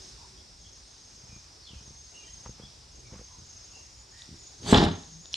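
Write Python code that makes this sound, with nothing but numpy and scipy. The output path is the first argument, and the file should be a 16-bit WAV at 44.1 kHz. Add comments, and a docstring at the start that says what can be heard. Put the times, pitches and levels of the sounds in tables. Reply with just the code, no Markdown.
"""Outdoors, far traffic rumbles, leaves hiss, crickets trill and far birds call throughout. From 1.2 s,
fingers bump the body of a hand-held camera. Near 4.2 s a hand takes hold of a heavy plywood lid. The lid
sweeps down, pushes out air and, just after 4.7 s, thumps on a steel-framed box: the wood booms, the
frame rattles and a metal strap ticks. At the end a hand and cuff slide onto the lid."""
import sys
import numpy as np
from scipy import signal
from scipy.fft import rfft, irfft, next_fast_len
from scipy.io import wavfile
from scipy.ndimage import uniform_filter1d, map_coordinates

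SR = 44100
rng = np.random.default_rng(int(sys.argv[2]) if len(sys.argv) > 2 else 0)


def generate_wav(signal):
    """Clip the signal to [-1, 1] and save it as 16-bit WAV at the path in sys.argv[1]."""
    frames = np.transpose(np.atleast_2d(signal))
    scaled = np.clip(frames, -1, 1) * 32767
    pcm = np.round(scaled).astype(np.int16)
    wavfile.write(sys.argv[1], SR, pcm)


N = 236714

# how alike outdoor sound is on the left and right: f/Hz, likeness (1 = the same)
LIKENESS = [(60, 1), (150, 0.89), (360, 0.48), (880, 0.15), (2150, 0.25), (5260, 0.76), (12900, 0.19)]


def amp(db):
    """Turns decibels into a gain."""
    return 10 ** (np.asarray(db) / 20)


def unit(x):
    """Scales a signal to an average (rms) size of 1."""
    return x / np.sqrt(np.mean(x ** 2) + 1e-20)


def along(points, hz):
    """Reads between (f/Hz, value) points on a log frequency axis."""
    f, v = np.transpose(points)
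    return np.interp(np.log(hz + 1), np.log(f + 1), v)


def wobble(rate):
    """A smooth random curve through `rate` new values a second."""
    values = rng.standard_normal(int(N * 400 / SR) + 4)
    return map_coordinates(values, [np.arange(N) * min(rate, 400) / SR])


def peak(s, db, rise, fall):
    """A level that climbs to db at time s, then sinks; rise and fall are in dB per second."""
    late = np.arange(N) / SR - s
    return db + np.where(late < 0, rise * late, -fall * late)


def filtered(x, response):
    """Shapes a sound by a gain and phase for each frequency."""
    m = next_fast_len(N + SR // 2)
    return irfft(rfft(x, m) * response(np.fft.rfftfreq(m, 1 / SR)), m)[..., :N]


def add(track, s, sound):
    """Mixes a sound in at time s."""
    start = max(round(s * SR), 0)
    track[start:start + len(sound)] += sound[:len(track) - start]


def pushes(rows):
    """One smooth push of force for each (t/s, impulse/dB, contact/ms)."""
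    force = np.zeros(N)
    for s, db, contact_ms in rows:
        push = np.hanning(round(contact_ms * SR / 1000) + 3)
        add(force, s, amp(db) * push / push.sum())
    return force


def ringing(modes, hz, sides=False):
    """Adds up an object's resonances; with sides, they lean left and right in turn."""
    return sum((-1) ** (k * sides) * amp(db) * 1j * hz * width / (centre**2 - hz**2 + 1j * hz * width)
               for k, (centre, width, db) in enumerate(modes))


def rush(spectrum, likeness, patchy_db):
    """Stereo rushing noise with random louder and softer patches."""
    cells = signal.stft(rng.standard_normal((2, N)), nperseg=512)[2]
    patches = uniform_filter1d(rng.standard_normal(cells.shape[1:]), size=6, axis=0)
    patches = uniform_filter1d(patches, size=12, axis=1)
    pair = signal.istft(cells * amp(patchy_db * unit(patches)), nperseg=512)[1][:, :N]
    turn = lambda hz: np.arccos(np.clip(along(likeness, hz), -1, 1)) / 2
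    mid, side = filtered(pair, lambda f: amp(along(spectrum, f)) * [np.cos(turn(f)), np.sin(turn(f))])
    return unit(np.array([mid + side, mid - side]))


def echoes(x):
    """The yard scatters sound back; each frequency dies away at its own speed."""
    # how long the yard rings: f/Hz, time to fade by 60 dB/s
    fade_times = [(200, 0.27), (2000, 0.53), (10000, 0.3)]
    hz, t, cells = signal.stft(rng.standard_normal((2, SR // 2)), SR, nperseg=256)
    turn = np.arccos(np.clip(along(LIKENESS, hz), -1, 1)) / 2
    cells = cells * np.array([np.cos(turn), np.sin(turn)])[..., None]
    mid, side = signal.istft(cells * amp(-60 * t / along(fade_times, hz)[:, None]), SR, nperseg=256)[1]
    tail = np.array([mid + side, mid - side])
    return signal.fftconvolve(np.pad(x, (400, 0))[None], tail / np.linalg.norm(tail[0]), axes=1)[:, :N]


def background():
    """Far traffic, a blurred insect chorus, leaves and a broad hiss, each a wavering noise."""
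    # loudness over time: t/s, traffic level/dB, chorus level/dB, leaf level/dB
    levels = [(0.0, -55, -50.5, -58), (0.56, -56, -55.5, -64.5), (1.49, -57, -54.5, -64.5),
              (2.17, -57.5, -55, -61.5), (2.48, -53.5, -53.5, -64.5), (2.98, -56.5, -55.5, -64),
              (3.6, -56, -53, -67), (4.07, -57.5, -55.5, -66), (4.24, -56.5, -52, -57.5),
              (4.55, -56.5, -55, -62.5)]
    # the tone colour of each noise: f/Hz, level/dB
    traffic_colour = [(13, -59), (22, -13), (54, 3.5), (91, -4.5), (118, -6.5), (300, -26.5), (390, -70),
                      (660, -120)]
    chorus_colour = [(3500, -11), (4500, -7), (4750, 0.5), (5300, 2), (5800, 1), (6050, -4.5), (7000, -9.5),
                     (9500, -29.5)]
    leaf_colour = [(1800, -12), (2800, -16.5), (3500, 4.5), (4400, 4), (6500, -7.5), (9000, -2.5),
                   (11000, -43)]
    hiss_colour = [(100, -4), (250, 0.5), (380, 2), (600, -3), (900, -1.5), (1500, -11.5), (2500, -11.5),
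                   (3400, -15.5), (7500, -9.5), (9500, -14), (11000, -40), (13400, -40)]
    times, *columns = np.transpose(levels)
    traffic_db, chorus_db, leaf_db = [np.interp(np.arange(N) / SR, times, db) for db in columns]
    traffic = amp(traffic_db + 1.5 * wobble(9)) * rush(traffic_colour, LIKENESS, patchy_db=1.5)
    chorus = amp(chorus_db + .4 * wobble(8)) * rush(chorus_colour, LIKENESS, patchy_db=.6)
    leaves = amp(leaf_db + 1.7 * wobble(7)) * rush(leaf_colour, LIKENESS, patchy_db=1.0)
    hiss = amp(-61.5 + 1.2 * wobble(2.66)) * rush(hiss_colour, LIKENESS, patchy_db=2.5)
    return traffic + chorus + leaves + hiss


def far_notes(rows, rough):
    """Short gliding notes with echoes; rough is the share by which their pitch wavers."""
    direct, waver = np.zeros(N), wobble(390)
    for s, length, from_hz, to_hz, db in rows:
        progress = np.linspace(0, 1, round(length * SR))
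        glide_hz = from_hz + (to_hz - from_hz) * progress
        hz = glide_hz * (1 + rough * waver[round(s * SR):][:len(progress)])
        swell = np.sin(np.pi * progress) ** .4
        add(direct, s, amp(db) * swell * np.sin(2 * np.pi * np.cumsum(hz) / SR))
    return direct * amp(3 * wobble(98)) + amp(-1.5) * echoes(direct)


def birds_and_hums():
    """Far birds call and faint low hums come and go; the last low note, near 160 Hz from 5.05 s, is the lid
    still ringing."""
    # single notes: t/s, length/s, start f/Hz, end f/Hz, level/dB
    bird_notes = [(.37, 0.048, 3350, 3330, -60.5), (0.644, 0.032, 3280, 3350, -56.5),
                  (1.286, 0.088, 2486, 2360, -61.5), (1.603, 0.1, 4850, 3830, -57),
                  (1.663, 0.041, 3550, 3250, -50.5), (1.677, 0.051, 3130, 2960, -54),
                  (1.72, 0.074, 2800, 2414, -62), (2.14, 0.067, 2906, 2720, -51.5),
                  (2.186, 0.088, 2535, 2260, -63), (2.24, 0.073, 3090, 3130, -58),
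                  (2.251, 0.08, 1875, 2010, -66.5), (2.614, 0.049, 3300, 3350, -52.5),
                  (3.029, 0.06, 2450, 2220, -62), (3.731, 0.062, 2800, 2694, -57),
                  (4.123, 0.097, 1766, 1960, -58.5)]
    hum_notes = [(0, 0.1, 399, 355, -61.5), (0.179, 0.1, 932, 931, -60), (0.231, 0.2, 380, 374, -63.5),
                 (2.979, 0.14, 120, 126, -53.5), (3.286, 0.087, 1065, 942, -60.5),
                 (5.05, 0.18, 157.2, 166.1, -50.5)]
    return far_notes(bird_notes, rough=.03) + far_notes(hum_notes, rough=.07)


def wing_song(calls, hz, strokes_per_s, drift_hz, depth, swell_db_per_s):
    """A cricket's wing tone pulses with each stroke and grows over each call; echoes fill the gaps."""
    t = np.arange(N) / SR
    level, lag = np.zeros(N), 0.11 * wobble(3.46)
    for start, end, db in calls:
        gate = np.clip(np.minimum(t - start, end - t) / 0.021, 0, 1)
        stroke = np.sin(np.pi * (strokes_per_s * (t - start) + lag)) ** 4
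        swell = amp(db + swell_db_per_s * (t - (start + end) / 2))
        level += swell * gate * (1 - depth + 2.78 * depth * stroke)
    tone = np.sin(2 * np.pi * np.cumsum(hz + drift_hz * wobble(120)) / SR)
    direct = np.sqrt(2) * level * amp(2.8 * wobble(55)) * tone
    return direct * amp([[.5], [-.5]]) + amp(-5) * echoes(direct)


def crickets():
    """A near cricket trills, and a second, higher one chirps."""
    # each cricket's calls: start t/s, end t/s, level/dB
    trills = [(0, .13, -58), (.57, .82, -60), (.86, 1.44, -60.5), (1.74, 2.53, -57.5), (2.9, 3.9, -59.5),
              (4.42, 4.68, -60.5), (4.9, 5.24, -56.5)]
    chirps = [(3.42, 3.55, -70), (3.64, 3.8, -64), (3.88, 4.05, -62.5), (4.1, 4.25, -62), (4.35, 4.53, -60),
              (4.97, 5.15, -62.5), (5.2, 5.33, -57)]
    near = wing_song(trills, hz=6427, strokes_per_s=27.4, drift_hz=33.4, depth=0.46, swell_db_per_s=6)
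    high = wing_song(chirps, hz=6780, strokes_per_s=29.7, drift_hz=72.3, depth=0.27, swell_db_per_s=12)
    return near + high


def finger_bumps():
    """Each bump pushes the camera body, which rings briefly; skin scuffs just before and after."""
    # finger contacts: t/s, peak force/dB, contact/ms
    touches = [(1.238, -42, 5.3), (1.291, -40, 6.2), (1.327, -37, 5.5), (1.362, -37, 3.5),
               (1.706, -40.5, 3.5), (1.733, -33.5, 3.5), (1.757, -35.5, 11.8), (1.81, -40, 4.4),
               (1.877, -38.5, 3.5), (1.907, -40.5, 3), (2.459, -36, 4), (2.462, -25, 0.47),
               (2.493, -29.5, 2.8), (2.596, -37, 0.39), (2.599, -32.5, 2.15), (2.623, -43, 1.3),
               (2.635, -34, 3.6), (3.122, -33.5, 3.8), (3.131, -36, 1.85), (3.135, -36, 2.3),
               (3.141, -33.5, 1.56), (3.16, -34.5, 3.7), (3.191, -42, 0.39), (3.194, -34, 2.7),
               (3.213, -34.5, 1.75), (3.385, -41, 3.3), (3.42, -42, 4.4)]
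    # resonances of the camera body in the hand: f/Hz, width/Hz, level/dB
    body_modes = [(69.4, 25, 7), (121, 32, 3.5), (195, 33, 0.5), (348, 200, -6), (500, 71, 0),
                  (930, 770, -0.5), (2600, 1500, -19)]
    impulses = [(s, db + 20 * np.log10(ms * SR / 2000), ms) for s, db, ms in touches]
    drag = sum(amp(peak(s, db - 18.5, rise=625, fall=625)) for s, db, ms in touches)
    scuff = drag * amp(2.9 * wobble(200)) * rng.standard_normal(N)
    return filtered(pushes(impulses) + scuff, lambda f: ringing(body_modes, f) / (1 + 1j * f / 4000) ** 2)


def metal_ticks():
    """The latch and strap tick: a main ring, two higher ones and a spit of noise."""
    # small metal hits: t/s, level/dB, f/Hz, higher rings and noise against the main ring/dB
    hits = [(4.2198, -25, 3740, -15), (4.7455, 3, 3390, -18), (4.7595, -13, 3000, -19),
            (4.7752, -8, 3410, -0.5), (4.791, -17, 3320, 1.5), (4.796, -14, 4600, -12),
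            (4.826, -15, 3270, -6), (4.839, -25, 4220, 7), (4.875, -24, 3600, -21), (5.035, -31, 3850, -8),
            (5.2563, -29, 3650, 0.5), (5.3295, -18, 5600, -12), (5.3335, -17, 5970, -17),
            (5.3413, -7, 3230, -4)]
    fade_s = 0.0061  # to fall by 60 dB
    track, t = np.zeros(N), np.arange(SR // 20) / SR
    attack = (1 - np.exp(-t / 0.00029)) ** 2
    for s, db, hz, upper_db in hits:
        phase = 2 * np.pi * hz * t
        upper = 0.7 * np.sin(1.275 * phase) + np.sin(1.65 * phase) + 0.38 * rng.standard_normal(len(t))
        add(track, s, amp(db - 60 * t / fade_s) * attack * (np.sin(phase) + amp(upper_db) * upper))
    return filtered(track, lambda f: 1j * f / (900 + 1j * f) / (1 + (f / 7000) ** 4))


def air_and_cloth(shut_s):
    """Air jets out of the closing gap; a cuff rustles before and after."""
    # tone colour of the hiss: f/Hz, level/dB
    colour = [(500, -25), (1000, -2), (2000, 2), (2600, 1.5), (4000, 11.5), (5500, 4), (8200, 1),
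              (10500, -12.5), (13000, -20)]
    grip = peak(4.185, -53.5, rise=700, fall=140)  # the hand takes hold
    jet = peak(shut_s, -24.5, rise=320, fall=360)
    puff = peak(4.848, -38, rise=150, fall=700)  # the lid settles after its bounce
    slide = peak(5.333, -50, rise=700, fall=60)  # hand and cuff slide onto the lid
    level_db = np.max([grip, jet, puff, slide], axis=0) + 1.4 * wobble(130)
    return amp(level_db) * rush(colour, likeness=[(1000, 0.21), (4000, 0.9), (9000, 0.4)], patchy_db=4.5)


def shaking(shut_s):
    """Levels in dB of panel and frame: the lid creaks on its way down, shakes hard, then settles."""
    full_s, full_db = shut_s + 0.028, -16
    speeding_up = peak(shut_s - 0.057, -34, rise=370, fall=-370)  # climbs all the way
    creak = np.minimum(speeding_up, peak(shut_s, -26.5, rise=135, fall=360))
    settling = peak(full_s + .14, 0, rise=0, fall=57.4)  # the shake dies faster from here
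    shake = np.maximum(creak, peak(full_s, full_db, rise=550, fall=91.6) + settling)
    box_hum = peak(full_s, -52, rise=800, fall=45)
    rattle = -26 + 1.55 * (shake - full_db)  # the steel's level swings wider than the panel's
    return np.maximum(shake, box_hum), rattle


def lid_slam(shut_s):
    """Knocks and a chatter of tiny contacts ring the plywood lid, while the steel frame rattles."""
    # fingers taking hold, then the blow on the frame and its bounces: t/s, impulse/dB, contact/ms
    knocks = [(4.289, 1.5, 3.4), (4.313, 0, 3.3), (4.326, 0, 2.9), (4.34, 0.5, 3.5), (4.7261, 35, 1.3),
              (4.7312, 31, 0.17), (4.769, 18.5, 1.1), (4.7911, 24, 6.1), (4.807, 21, 2.6),
              (4.827, 27.5, 1.2), (4.841, 21, 2.2)]
    # resonances of the lid and box, and of the steel frame: f/Hz, width/Hz, level/dB
    wood_modes = [(63.4, 27, -14), (92, 18, 6), (114.1, 4.8, 8.5), (161.7, 14.5, 7.5), (201.6, 22, -5),
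                  (250, 63, -0.5), (335, 9.8, 1), (395.6, 15, -5.5), (503, 12, -38), (599.5, 28, -8.5),
                  (693, 43, -9.5), (797, 27, -4.5), (806, 10, -12), (1040, 39, -54), (1110, 14, -47),
                  (1240, 19, -32), (1530, 75, -55), (1614, 27, -17.5)]
    steel_modes = [(2980, 440, -1.5), (3536, 220, 6.5), (3900, 190, 4), (4020, 130, 6), (4870, 710, -5),
                   (5500, 270, -24), (6670, 220, -6.5)]
    shake_db, rattle_db = shaking(shut_s)
    soft = lambda f: 1 / (1 + 1j * f / 1500 - (f / 1900) ** 2)  # wood on steel pads is a soft contact
    sharp = rng.standard_normal(N) * amp(2.6 * wobble(150))
    dull = filtered(sharp, lambda f: 1 / (1 + 1j * f / 450) ** 2)
    chatter = dull + (sharp - dull) * np.clip(amp(0.32 * (shake_db + 16)), 0, 1)  # weaker is duller
    chatter /= np.std(filtered(chatter, lambda f: ringing(wood_modes, f)))
    force = pushes(knocks) + amp(shake_db) * chatter
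    wood = filtered(force, lambda f: soft(f) * ringing(wood_modes, f))
    # sound from the wide panel reaches left and right at different times; short waves differ most
    apart = lambda f: amp(5.5) * 1j * np.sin(np.minimum(f / 1100, np.pi / 2)) ** 1.93
    wood_side = filtered(force, lambda f: soft(f) * ringing(wood_modes, f, sides=True) * apart(f))
    jingle = rng.standard_normal((2, N)) * amp(rattle_db + 4.4 * wobble(200))
    frame = lambda f: amp(12) * ringing(steel_modes, f, sides=True) / (1 + (f / 8000) ** 4)
    steel, steel_side = filtered(jingle, frame)
    return wood + steel, (wood_side + 0.15 * steel_side) * [[1], [-1]]  # centre, left-right part


def scene():
    """All the sources together; the box and its metal parts echo a little in the yard."""
    shut_s = 4.716
    box, box_sides = lid_slam(shut_s)
    air = air_and_cloth(shut_s)
    near = box + metal_ticks()
    calls = crickets() + birds_and_hums()
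    return near + box_sides + air + amp(-11) * echoes(near) + finger_bumps() + calls + background()


def record(dry):
    """The microphone drops the deepest bass, rounds off the highest peaks and cuts the top treble."""
    thin = filtered(dry, lambda hz: (1j * hz / (30 + 1j * hz)) ** 2)
    rounded = thin / (1 + np.abs(thin / .95) ** 4) ** (1 / 4)
    return filtered(rounded, lambda hz: hz < 13100)


dry = scene()
out = record(dry)
generate_wav(out)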